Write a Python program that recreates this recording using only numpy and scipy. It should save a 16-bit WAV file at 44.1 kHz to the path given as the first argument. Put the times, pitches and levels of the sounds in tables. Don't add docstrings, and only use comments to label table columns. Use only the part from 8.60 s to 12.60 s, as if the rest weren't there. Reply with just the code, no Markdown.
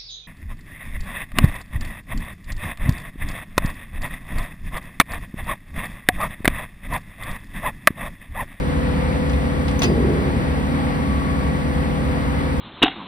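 import sys
import numpy as np
from scipy import signal
from scipy.fft import rfft, irfft
from scipy.io import wavfile

SR = 44100
rng = np.random.default_rng(int(sys.argv[2]) if len(sys.argv) > 2 else 0)


def waveform_to_disk(signal):
    frames = np.transpose(np.atleast_2d(signal))
    scaled = np.clip(frames, -1, 1) * 32767
    samples = np.round(scaled).astype(np.int16)
    wavfile.write(sys.argv[1], SR, samples)


N = 176400
TIME_S = np.arange(N) / SR
ROAR_LEAD_S, BOOM_LEAD_S, CLANK_LEAD_S = 0.00038, 0.00028, -0.000215


def from_db(db):
    return 10 ** (np.asarray(db) / 20)


def rms_one(x):
    return x / np.sqrt(np.mean(x ** 2) + 1e-20)


def sides(difference):
    return np.array([[.5], [-.5]]) * difference


def gain_at(spectrum, hz):
    pitches, levels_db = np.transpose(spectrum)
    return from_db(np.interp(np.log(hz + 1e-6), np.log(pitches), levels_db))


def drift(per_s):
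    pole = np.exp(-200 * np.pi * per_s / SR)
    slow = signal.lfilter([1], [1, -2 * pole, pole * pole], rng.standard_normal(N // 100 + 2002))[2000:]
    return np.interp(np.arange(N) / 100, np.arange(len(slow)), rms_one(slow))


def noise(spectrum, lead_s, diffuse):
    hz = np.arange(N // 2 + 1) * SR / N
    white = rfft(rng.standard_normal((3, N)))
    direct = white[0] * np.exp(2j * np.pi * hz * sides(lead_s))
    mixed = np.sqrt(1 - diffuse) * direct + np.sqrt(diffuse) * white[1:]
    return rms_one(irfft(mixed * gain_at(spectrum, hz), N))


def swell(curve):
    return from_db(np.interp(TIME_S, *np.transpose(curve)))


def bump(peak_s, half_length_s):
    return np.exp(-((TIME_S - peak_s) / half_length_s) ** 2)


def dying(fade_s):
    return np.exp(-np.log(1000) * TIME_S[:SR] / fade_s)


def tones(table, pitch_wander=0.00212, waver_db=0.45):
    out = 0
    for hz, db, lead_rad, pan_db in table:
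        clock = TIME_S + pitch_wander * np.cumsum(drift(per_s=1.13)) / SR
        tone = np.sqrt(2) * np.sin(2 * np.pi * (hz * clock + rng.random()) + sides(lead_rad))
        out = out + tone * from_db(db + sides(pan_db) + waver_db * drift(per_s=0.35))
    return out


# pitch_hz, relative_db
HISS_SPECTRUM = [(1200, -14), (2400, 13.5), (3500, 11), (4700, -0.5), (5800, 1.5), (7300, 1), (8600, 4.5),
                 (10500, 0.5), (12000, -7.5), (14000, -4), (16000, -15)]
def hiss():
    return from_db(-44.5) * noise(HISS_SPECTRUM, lead_s=-0.000215, diffuse=0.005)


# pitch_hz, relative_db
RUMBLE_SPECTRUM = [(20, -33), (33, -21), (46, -15), (66, 1.5), (90, -9), (125, -10), (200, -7),
                   (275, -13.5), (420, -17), (600, -24.5), (1500, -79.5)]
def rumble():
    return from_db(-26) * noise(RUMBLE_SPECTRUM, lead_s=0.000235, diffuse=0.02)


# pitch_hz, relative_db
ROAR_SPECTRUM = [(100, -35), (250, -19), (400, -10), (490, -3.5), (620, -1), (900, 0.5), (1150, -2.5),
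                 (1500, -5.5), (1950, -4.5), (2300, -9), (2600, -14.5), (3200, -18.5), (4700, -20),
                 (6300, -42), (15000, -99)]
def engine_roar(level_db=-30.5, pan_db=1.46, flutter_db=0.68, firing_hz=74):
    firing = 1 + 0.037 * np.sin(2 * np.pi * firing_hz * TIME_S)
    rush = noise(ROAR_SPECTRUM, ROAR_LEAD_S, diffuse=0.52)
    return rush * firing * from_db(level_db + sides(pan_db) + flutter_db * drift(per_s=2.9))


# pitch_hz, level_db, left_lead_rad, left_minus_right_db
HUM_TONES = [(50, -35, 0.2, 3), (79.5, -30, -0.08, -2), (138.1, -33, -0.3, -3.5), (157.4, -28.5, -1.4, 4.5),
             (191.4, -35.5, 0.57, -4.5), (203.4, -40.5, -0.8, -2), (214.8, -36.5, 2, -2.5),
             (238.4, -33, 0.86, -5.5), (246, -48, 2.2, -23), (275.5, -29.5, 1.01, 1.5),
             (640.4, -49, 1.9, 10.5), (817, -50.5, 1, 15.5), (1923, -59.5, 0.1, -27)]
def hum():
    return tones(HUM_TONES)


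def throb(pitch_hz=66.1, beat_hz=3.35, waver_db=2):
    t = TIME_S - 0.17
    low = from_db(-31 + waver_db * drift(per_s=0.35)) * np.cos(2 * np.pi * pitch_hz * t)
    high = from_db(-36 + waver_db * drift(per_s=0.35)) * np.cos(2 * np.pi * (pitch_hz + beat_hz) * t)
    return np.sqrt(2) * (low + high)


# pitch_hz, relative_db, left_lead_rad, left_minus_right_db
DRONE_TONES = [(495.2, -3, 1.64, 5.7), (526.5, -9.5, 1.7, 9.7)]
# time_s, level_db
DRONE_LOUDNESS = [(0, -29), (.9, -28.5), (1.6, -31), (2.2, -30), (2.6, -35.5), (3.05, -32), (4, -30)]
def drone(waver_db=1):
    return swell(DRONE_LOUDNESS) * from_db(waver_db * drift(per_s=2)) * tones(DRONE_TONES)


# pitch_hz, relative_db, left_lead_rad, left_minus_right_db
WHINE_TONES = [(1133, 1, 2.47, 5.5), (1114, -7, 2.15, 6.6)]
# time_s, level_db
WHINE_LOUDNESS = [(0, -49), (.55, -46), (1, -43), (1.5, -45), (2.1, -45), (2.4, -38.5), (2.65, -35),
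                  (3.1, -42), (4, -44)]
def whine():
    return swell(WHINE_LOUDNESS) * tones(WHINE_TONES)


# peak_s, half_length_s, pitch_hz, glide_hz_per_s, level_db, jitter_share
SQUEAL_NOTES = [(2.52, .22, 2121, 40, -48, .002), (2.88, .18, 2266, 0, -46.5, .001),
                (2.255, .05, 8650, 1100, -55, .004)]
def squeals():
    out = 0
    for peak_s, half_s, hz, glide, db, jitter in SQUEAL_NOTES:
        pitch_hz = (hz + glide * (TIME_S - peak_s)) * (1 + jitter * drift(per_s=60))
        cycles = np.cumsum(pitch_hz) / SR + hz * sides(ROAR_LEAD_S)
        out = out + from_db(db) * bump(peak_s, half_s) * np.sin(2 * np.pi * cycles)
    return out


# pitch_hz, relative_db
THUD_SPECTRUM = [(35, -25), (60, -4), (150, 12), (220, -22), (500, -44.5), (2000, -100)]
def thud():
    envelope = from_db(-23) * bump(peak_s=1.775, half_length_s=0.02)
    return envelope * noise(THUD_SPECTRUM, BOOM_LEAD_S, diffuse=0.02)


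# pitch_hz, relative_db
TUBE_SPECTRUM = [(80, 3.5), (170, 4), (260, 4), (310, -1.5), (360, 7), (415, 1), (470, 2), (530, -7),
                 (620, -8), (800, -17), (1200, -24)]
def tube_boom(start_s=1.222, rise_s=0.038, hold_s=0.19, fade_s=2.1, level_db=-20, count=260):
    start = int(start_s * SR)
    t, out = TIME_S[:N - start], np.zeros((2, N))
    nudges, turns = rng.random((count, 2)).T
    scatter_rad = 0.32 * rng.standard_normal(count)
    low_hz, high_hz = TUBE_SPECTRUM[0][0], TUBE_SPECTRUM[-1][0]
    pitches = low_hz + (high_hz - low_hz) * (np.arange(count) + nudges) / count
    for hz, turn, skew in zip(pitches, turns, scatter_rad):
        phase = 2 * np.pi * (hz * (t + sides(BOOM_LEAD_S)) + turn) + sides(skew)
        out[:, start:] += gain_at(TUBE_SPECTRUM, hz) * np.sin(phase.astype(np.float32))
    rise = np.minimum(t / rise_s, 1)
    fall = np.exp(-np.log(1000) * np.maximum(t - rise_s - hold_s, 0) / fade_s)
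    out[:, start:] = from_db(level_db) * rise * fall * rms_one(out[:, start:])
    return out


# peak_s, pitch_hz, level_db, half_length_s
TUBE_NOTES = [(1.282, 462, -21.5, 0.02), (1.297, 205, -20, 0.026), (1.317, 345, -20, 0.031),
              (1.365, 460, -25, 0.059), (1.394, 240, -20.5, 0.031), (1.48, 412, -25, 0.086)]
def tube_swells():
    t = TIME_S + sides(BOOM_LEAD_S)
    return sum(from_db(db) * bump(peak_s, half_s) * np.sin(2 * np.pi * (hz * t + rng.random()))
               for peak_s, hz, db, half_s in TUBE_NOTES)


def ring(starts_s, levels_db, hz, fade_s, rise_s=0.002):
    t, out = TIME_S[:SR], np.zeros((2, N))
    envelope = np.minimum(t / rise_s, 1) * dying(fade_s)
    for start_s, db in zip(starts_s, levels_db):
        start = int(start_s * SR)
        cycles = hz * (t + sides(CLANK_LEAD_S)) + rng.random()
        out[:, start:start + SR] += from_db(db) * envelope * np.sin(2 * np.pi * cycles)
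    return out


def scuffs(starts_s, levels_db, scuffs_s, spectrum):
    power = np.zeros(N)
    tail = from_db(-12.5) * dying(fade_s=0.2)
    for start_s, db, scuff_s in zip(starts_s, levels_db, scuffs_s):
        start = int(start_s * SR)
        power[start:start + SR] += from_db(db) ** 2 * (np.exp(-2 * TIME_S[:SR] / scuff_s) + tail ** 2)
    return np.sqrt(power) * noise(spectrum, CLANK_LEAD_S, diffuse=0.98)


# pitch_hz, relative_db
SNAP_SPECTRUM = [(2000, -25), (5000, -8), (6300, -10), (8500, -3), (11000, -8), (13500, -3), (15500, -5)]
def latch_rattle(starts_s, levels_db, scuffs_s):
    snap = scuffs(starts_s, levels_db - 38, scuffs_s, SNAP_SPECTRUM)
    return snap + ring(starts_s, levels_db - 25, hz=6137, fade_s=0.042)


# pitch_hz, relative_db, fade_s
BRACKET_NOTES = [(4835, -33, .1), (4867, -37.5, .27), (4915, -33.5, .07)]
def bracket_ring(starts_s, levels_db):
    return sum(ring(starts_s, levels_db + db, hz, fade_s) for hz, db, fade_s in BRACKET_NOTES)


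# pitch_hz, relative_db
CRACK_SPECTRUM = [(300, 6), (900, 3.5), (1800, 1), (3300, -2), (4500, -2), (5800, -6.5), (7500, -17.5),
                  (10000, -13), (15000, -68)]
def crack(starts_s, levels_db, scuffs_s):
    return scuffs(starts_s, levels_db - 15.5, scuffs_s, CRACK_SPECTRUM)


# pitch_hz, relative_db, fade_s
HOOK_NOTES = [(966, -5, .1), (1125, -3, 0.21), (1960, -3, .2), (2270, -5, .2), (2580, 3, 0.18),
              (2690, 2, 0.14), (2778, -1, .1), (3042, -8, 0.15), (3330, 2, .1), (3612, -1, .14),
              (4060, -4, 0.11), (4242, -9, .2), (6600, -14, 0.12), (9400, -15, 0.06)]
def hook_ring(starts_s, levels_db):
    return sum(ring(starts_s, levels_db + db - 32, hz, fade_s) for hz, db, fade_s in HOOK_NOTES)


# start_s, strength_db, hook_extra_db, latch_extra_db, bracket_extra_db, scuff_s
TOUCHES = [(.6965, -16, 4, -9, -6, 0.0069), (.733, -23, 11, -18, -10, .009), (1.082, -11, 3, -11, -5, .006),
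           (1.112, -21, 4, 2, -4, 0.0066), (1.192, -13, -4, 15, -3, .004), (1.2195, 2, 1, -13, -9, 0.0039),
           (1.225, -6, 0, -3, -12, 0.0023), (1.232, -4.5, -5, 12, -8, 0.0057), (1.2385, -1, 0, 3, -8, .005),
           (1.2435, -6.5, 3, -1, 11, 0.005), (1.252, -15, 0, -14, -14, 0.0099)]
def hook_landing(pan_db=1.2):
    starts_s, strength_db, hook_db, latch_db, bracket_db, scuffs_s = np.transpose(TOUCHES)
    clank = crack(starts_s, strength_db, scuffs_s)
    clank += hook_ring(starts_s, strength_db + hook_db)
    clank += latch_rattle(starts_s, strength_db + latch_db, scuffs_s)
    clank += bracket_ring(starts_s, strength_db + bracket_db)
    return clank * from_db(sides(pan_db))


def scene():
    machinery = drone() + hum() + throb() + whine() + engine_roar() + rumble() + squeals()
    return machinery + hiss() + hook_landing() + tube_boom() + tube_swells() + thud()


def record(dry):
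    cutoff_hz = 15650
    return signal.sosfilt(signal.ellip(10, .1, 80, cutoff_hz, fs=SR, output="sos"), dry)


dry = scene()
out = record(dry)
waveform_to_disk(out)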